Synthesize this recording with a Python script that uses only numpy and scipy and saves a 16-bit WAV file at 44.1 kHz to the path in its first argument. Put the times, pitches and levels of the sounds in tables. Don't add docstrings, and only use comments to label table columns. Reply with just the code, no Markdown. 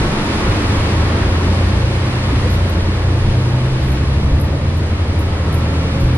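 import sys
import numpy as np
from scipy import signal
from scipy.fft import rfft, irfft, next_fast_len
from scipy.io import wavfile

SR = 44100
rng = np.random.default_rng(int(sys.argv[2]) if len(sys.argv) > 2 else 0)


def dump(signal):
    limited = np.clip(np.atleast_2d(signal).T, -1, 1)
    pcm = np.round(limited * 32767).astype(np.int16)
    wavfile.write(sys.argv[1], SR, pcm)


N = 272127


def amp(db):
    return 10 ** (np.asarray(db) / 20)


def rms_one(x):
    return x / np.sqrt(np.mean(x ** 2) + 1e-20)


def in_time(rows):
    seconds, *columns = np.transpose(rows)
    now = np.arange(N) / SR
    return np.array([np.interp(now, seconds, column) for column in columns])


def drift(rate_hz):
    step = 40
    settle = 2000
    r = np.exp(-2 * np.pi * rate_hz * step / SR)
    noise = rng.standard_normal(N // step + settle + 2)
    slow = signal.lfilter([1], [1, -2 * r, r * r], noise)[settle:]
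    return np.interp(np.arange(N) / step, np.arange(len(slow)), rms_one(slow))


# (centre [Hz], width [Hz], level [dB])
CABIN_MID = [(30, 8, -2.5), (41.8, 6.1, -6), (80, 51, 1), (109, 11, -2.5), (157, 10, -2.5), (214, 11, 2.5),
             (253.8, 20.7, -8.5), (271, 21, 3.5), (325, 107, 3), (539, 19, 3.5), (877, 9.4, 6.5),
             (942, 11, 6), (1092, 15, 5), (1230, 26, -0.5), (1350, 110, 2), (1384, 35, -5.5), (1436, 24, 3),
             (1830, 60, -1), (2040, 180, -1.5), (2800, 1200, -1.5), (4840, 720, 1.5)]
# (centre [Hz], width [Hz], level [dB])
CABIN_SIDE = [(300, 27, -5), (352, 15, -3), (466, 20, 11), (810, 25, 4), (853, 25, 6), (1070, 40, -4),
              (1150, 50, 4), (1240, 70, 3), (1620, 60, -1), (1920, 80, -4)]


def cabin_db(hz, modes):
    return sum(level_db / (1 + (2 * (hz - centre_hz) / width_hz) ** 2) for centre_hz, width_hz, level_db in modes)


MIDDLE_RPM = 1300
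# (time [s], speed [rpm])
ENGINE_SPEED = [(0.0, 966), (0.3, 975.6), (1.2, 1103), (1.5, 1149), (2.15, 1247), (2.8, 1154), (3.6, 1263),
                (3.9, 1320), (4.2, 1369), (4.5, 1417), (4.8, 1472), (5.7, 1616), (5.95, 1629), (6.17, 1680)]


def crankshaft():
    turns_per_s = in_time(ENGINE_SPEED)[0] / 60
    turns = np.cumsum(turns_per_s) / SR
    faster = (60 * turns_per_s - MIDDLE_RPM) / 100
    return turns_per_s, turns, faster


# (vibrations per two crankshaft turns, level at middle speed [dB], growth [dB per 100 rpm])
STRONG_TONES = [(6, -23.5, -2), (7, -34, 1.5), (9, -26.5, 1), (12, -23, -2), (13, -54, -9)]
# (time [s], level [dB])
ENGINE_LOAD = [(0.0, -10), (0.25, -14.5), (0.45, -11.5), (0.7, -0.5), (1.5, -1.5), (2.1, -2.5),
               (2.45, -0.5), (2.85, -4.5), (3.4, 1.5), (4.4, 0), (5.4, -2), (5.9, -2.5), (6.17, 1)]
# (pitch [Hz], level [dB])
CABIN_BASS = [(48, -4), (55, -12), (59.5, 4.5), (63, -11), (66.5, 4.5), (69.5, 8.5), (73, 1.5), (76, 10),
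              (79, 12), (82, 14.5), (88, 13.5), (92, 10), (96, -7), (101, 0.5), (106, -0.5), (110, 0),
              (114.5, -10.5), (119, 2), (124, 3.5), (128, 6), (134, 5.5), (141, 4), (147, 1.5), (153, -19),
              (158, -0.5), (164, 6.5), (170, -9)]


def strong_tones():
    turns_per_s, turns, faster = crankshaft()
    load_db, = in_time(ENGINE_LOAD)
    hz, response_db = np.transpose(CABIN_BASS)
    out = 0
    for half_orders, middle_db, growth_db in STRONG_TONES:
        order = half_orders / 2
        bass_db = np.interp(np.log(order * turns_per_s), np.log(hz), response_db)
        level_db = middle_db + growth_db * faster + load_db + bass_db + 0.6 * drift(2.4)
        phase = 2 * np.pi * (order * turns + rng.random()) + 0.5 * drift(0.6)
        out = out + amp(level_db) * np.sin(phase)
    return out


# (vibrations per two crankshaft turns, level at middle speed [dB], growth [dB per 100 rpm])
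FAINT_TONES = [(3, -44, 2), (10, -42.5, 3.5), (11, -35.5, 0), (15, -46, 0.5), (17, -43.5, 2),
               (18, -41.5, -3), (19, -38.5, -0.5), (20, -40.5, 1.5), (21, -43.5, 0), (24, -41, -1),
               (26, -51.5, -5), (27, -49, 1), (30, -45, -1), (32, -50.5, 3.5)]


def faint_tones():
    turns_per_s, turns, faster = crankshaft()
    out = 0
    for half_orders, middle_db, growth_db in FAINT_TONES:
        order = half_orders / 2
        level_db = middle_db + growth_db * faster
        heard_db = level_db + 1.45 * cabin_db(order * turns_per_s, CABIN_MID) + 2.0 * drift(0.8)
        out = out + amp(heard_db) * np.sin(2 * np.pi * (order * turns + rng.random()))
    return out


def engine():
    return np.sqrt(2) * (strong_tones() + faint_tones())


# (vibrations per crankshaft turn, sum level [dB],
# difference level [dB], sum growth [dB per 100 rpm], difference growth [dB per 100 rpm])
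WHINES = [(14.05, -56, -57, 0, -1), (17.1, -44, -54, -2, -1), (20.02, -44, -55, 1, -1.5),
          (20.95, -51, -60, -4, -2), (25.05, -48, -56, -2, -2), (30.05, -56, -59, 0, 0),
          (42.1, -54, -58, .5, .5), (50.06, -53, -55, 3, 0), (75.4, -58, -59, 0, 0),
          (85.3, -57, -54, 0, -1.5), (100.3, -62, -62, 0, 0)]


def whines():
    turns_per_s, turns, faster = crankshaft()
    out = np.zeros((2, N))
    for order, mid_db, side_db, mid_growth_db, side_growth_db in WHINES:
        phase = 2 * np.pi * order * turns + 0.5 * drift(2)
        ports = [(mid_db, mid_growth_db, CABIN_MID), (side_db, side_growth_db, CABIN_SIDE)]
        for part, (level_db, growth_db, modes) in zip(out, ports):
            resonance_db = 0.5 * cabin_db(order * turns_per_s, modes)
            heard_db = level_db + growth_db * faster + resonance_db + 2.5 * drift(1.2)
            part += np.sqrt(2) * amp(heard_db) * np.sin(phase + 2 * np.pi * rng.random())
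    return out


BUMP_S = 0.065
# (time [s], change of the floor thump [dB], change of the cabin boom [dB])
BUMPS = [(0.03, 10, 5), (0.19, 4, -8), (0.48, 8.5, 6), (0.76, 7, -5), (1.28, 14, 3), (2.35, 6, 6.5),
         (2.85, 11, 8), (3.28, 13, -4), (3.74, 11, 0), (4.32, 16, -6), (5.36, 4, -5), (5.68, -2, 6.5),
         (6.03, 15, 10)]
# (time [s], lower part level [dB], upper part level [dB])
ROAR_SWINGS = [(0.0, -30.5, -29.5), (0.2, -33.5, -29.5), (0.45, -32, -29), (0.85, -32.5, -29.5),
               (1.05, -32, -30.5), (1.4, -32.5, -31), (2.0, -34.5, -33), (2.2, -35.5, -32),
               (2.45, -33.5, -32), (2.8, -36, -34), (3.2, -36, -34), (3.5, -35.5, -34.5), (4.1, -37, -35),
               (4.6, -36, -37.5), (4.9, -38, -36.5), (5.3, -36.5, -35.5), (5.9, -36, -34.5),
               (6.17, -37, -35.5)]
ROAR_FOLLOWS = [0.82, 0.9, 1.1, 1.21, 1.01, 0.93]
ROAR_GROWTH = [-0.21, -0.35, 0.12, -0.51, 0.29, 0.14, 0.14, -0.13]


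def swells_db():
    bump_s, *changes_db = np.transpose(BUMPS)
    now = np.arange(N) / SR
    shapes = np.exp(-((now - bump_s[:, None]) / BUMP_S) ** 2)
    lower_db = np.array(changes_db) @ shapes
    upper_db = np.c_[ROAR_FOLLOWS] * in_time(ROAR_SWINGS)[[0, 0, 0, 1, 1, 1]]
    swells = np.r_[lower_db, upper_db] + np.outer(ROAR_GROWTH, now)
    return swells - swells.mean(axis=1, keepdims=True)


def coloured(spectrum, modes):
    hz, level_db = np.transpose(spectrum)
    size = next_fast_len(N)
    grid_hz = np.maximum(np.arange(size // 2 + 1) * SR / size, 1)
    colour_db = np.interp(np.log(grid_hz), np.log(hz), level_db) + cabin_db(grid_hz, modes)
    shaped = rfft(rng.standard_normal(size)) * amp(colour_db)
    return grid_hz, shaped / np.sqrt(2 * np.sum(np.abs(shaped) ** 2)) * size


SURGE_SHARE = 0.85
ROAR_CENTRES = [30, 75, 200, 340, 560, 1100, 2400, 7000]
# (frequency [Hz], level [dB per Hz])
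ROAR_MID = [(12, -45), (20, -7), (98, -6), (163, -10), (467, -19.5), (521, -18.5), (739, -24),
            (1110, -24.5), (1570, -29), (1850, -27), (4140, -38.5), (7100, -51), (10100, -51.5),
            (11200, -55.5), (12500, -114), (16200, -144), (22000, -120)]
# (frequency [Hz], level [dB per Hz])
ROAR_SIDE = [(35, -53), (60, -33), (126, -17), (290, 3), (460, -8), (580, -5.5), (640, -2.5), (850, -2),
             (1050, -2.5), (1200, -3), (1890, -1.5), (4530, -7.5), (7090, -18), (10100, -16.5),
             (12600, -30), (13300, -50), (16500, -80), (22000, -120)]


def roar(spectrum, modes, patchy_db):
    grid_hz, shaped = coloured(spectrum, modes)
    swells = swells_db()
    out = 0
    for k, swell_db in enumerate(swells):
        only_this = np.arange(len(swells)) == k
        share = np.interp(np.log(grid_hz), np.log(ROAR_CENTRES), only_this)
        region = irfft(shaped * share, 2 * len(grid_hz) - 2)[:N]
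        flicker_db = patchy_db * (drift(20.0) + SURGE_SHARE * drift(2.3))
        out = out + amp(swell_db + flicker_db) * region
    return out


PULSE_S = 0.0083
# (time [s], peak level of the swell [dB], pitch [Hz])
PULSES = [(2.327, -14.5, 271), (2.454, -18, 503), (2.887, -16.5, 299)]


def dull_pulses():
    now = np.arange(N) / SR
    out = 0
    for second, peak_db, hz in PULSES:
        swell = np.exp(-((now - second - PULSE_S) / PULSE_S) ** 2)
        out = out + amp(peak_db) * swell * np.sin(2 * np.pi * hz * (now - second))
    return out


WASH_CURVE = 1.54
FITTING_MIDDLE_HZ = 11000
# (time [s], force of the blow [dB], wash after it [dB],
# wash t60 [s], brightness [dB per kHz])
TINKLES = [(2.5018, -47, -58, 0.056, 2), (2.5161, -48, -51, 0.18, 1), (2.6948, -44, -52, 0.081, 4),
           (3.822, -67, -60, .3, 1), (3.8782, -62, -57, .2, -1), (3.9183, -50, -54, 0.12, 0),
           (4.3993, -43, -56, 0.067, 1), (4.412, -40, -52, 0.15, 1), (4.7704, -49, -57, 0.098, 1),
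           (5.1914, -43, -51, 0.17, -1), (5.5267, -45, -50, 0.093, -4.5), (5.5428, -41, -50, 0.17, 0),
           (6.0003, -51, -55, 0.19, 0), (6.1464, -51, -56, 0.12, -1)]
# (pitch [Hz], level [dB], t60 [s])
FITTING_MODES = [(8850, -14, .012), (9500, 0, .02), (9620, -1, 0.03), (10300, -1, .03), (10500, 0.5, 0.03),
                 (10800, -5, .025), (11300, -5, 0.02), (11500, 2, 0.044), (12100, -7, 0.03),
                 (12700, -10, .014), (13190, -10, .01), (13900, -15, .008)]
WASH_BAND = [8900, 12400]
BLOW_PORTS = [0, 3.5]
WASH_PORTS = [0, 7]


def fitting():
    since = np.arange(round(0.2 * SR)) / SR
    out = np.zeros((2, N + len(since)))
    band = signal.butter(4, WASH_BAND, "band", fs=SR, output="sos")
    uneven_db = 2.2 * np.r_[drift(60), 0 * since]
    for second, blow_db, wash_db, wash_t60, bright_db in TINKLES:
        start = round(second * SR)
        span = slice(start, start + len(since))
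        dying = amp(wash_db - 60 * (since / wash_t60) ** WASH_CURVE + uneven_db[span])
        for part, blow_gain, wash_gain in zip(out, amp(BLOW_PORTS), amp(WASH_PORTS)):
            wash = wash_gain * dying * rng.standard_normal(len(since))
            crack = blow_gain * amp(blow_db + 16.0) * rng.choice([-1, 1]) * (since == 0)
            part[span] += signal.sosfilt(band, amp(11.5) * wash + crack)
            for hz, level_db, t60 in FITTING_MODES:
                r = amp(-60 / (t60 * SR))
                w = 2 * np.pi * hz * rng.normal(1, 0.008) / SR
                force = amp(-28.0) * wash
                force[0] = blow_gain * amp(blow_db + rng.normal(0, 3.7)) * rng.choice([-1, 1])
                ring = signal.lfilter([0, np.sin(w)], [1, -2 * r * np.cos(w), r * r], force)
                part[span] += amp(level_db + bright_db * (hz - FITTING_MIDDLE_HZ) / 1000) * ring
    return out[:, :N]


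MID_DB, SIDE_DB = -18.5, -28.5


def scene():
    drone = engine()
    whine_mid, whine_side = whines()
    roar_mid = amp(MID_DB) * roar(ROAR_MID, CABIN_MID, patchy_db=0.57)
    roar_side = amp(SIDE_DB) * roar(ROAR_SIDE, CABIN_SIDE, patchy_db=0.5)
    tinkle_mid, tinkle_side = fitting()
    high_pass = signal.butter(5, 160, "high", fs=SR, output="sos")
    drone_side = amp(-19.0) * signal.sosfilt(high_pass, drone)
    mid = drone + whine_mid + roar_mid + dull_pulses() + tinkle_mid
    side = drone_side + whine_side + roar_side + tinkle_side
    return np.array([mid + side, mid - side])


CUTOFF_HZ = 15400


def record(dry):
    rounded = 1.441 * np.tanh(dry / 1.525)
    low_pass = signal.cheby2(12, 70, CUTOFF_HZ, fs=SR, output="sos")
    return signal.sosfilt(low_pass, rounded)


dry = scene()
out = record(dry)
dump(out)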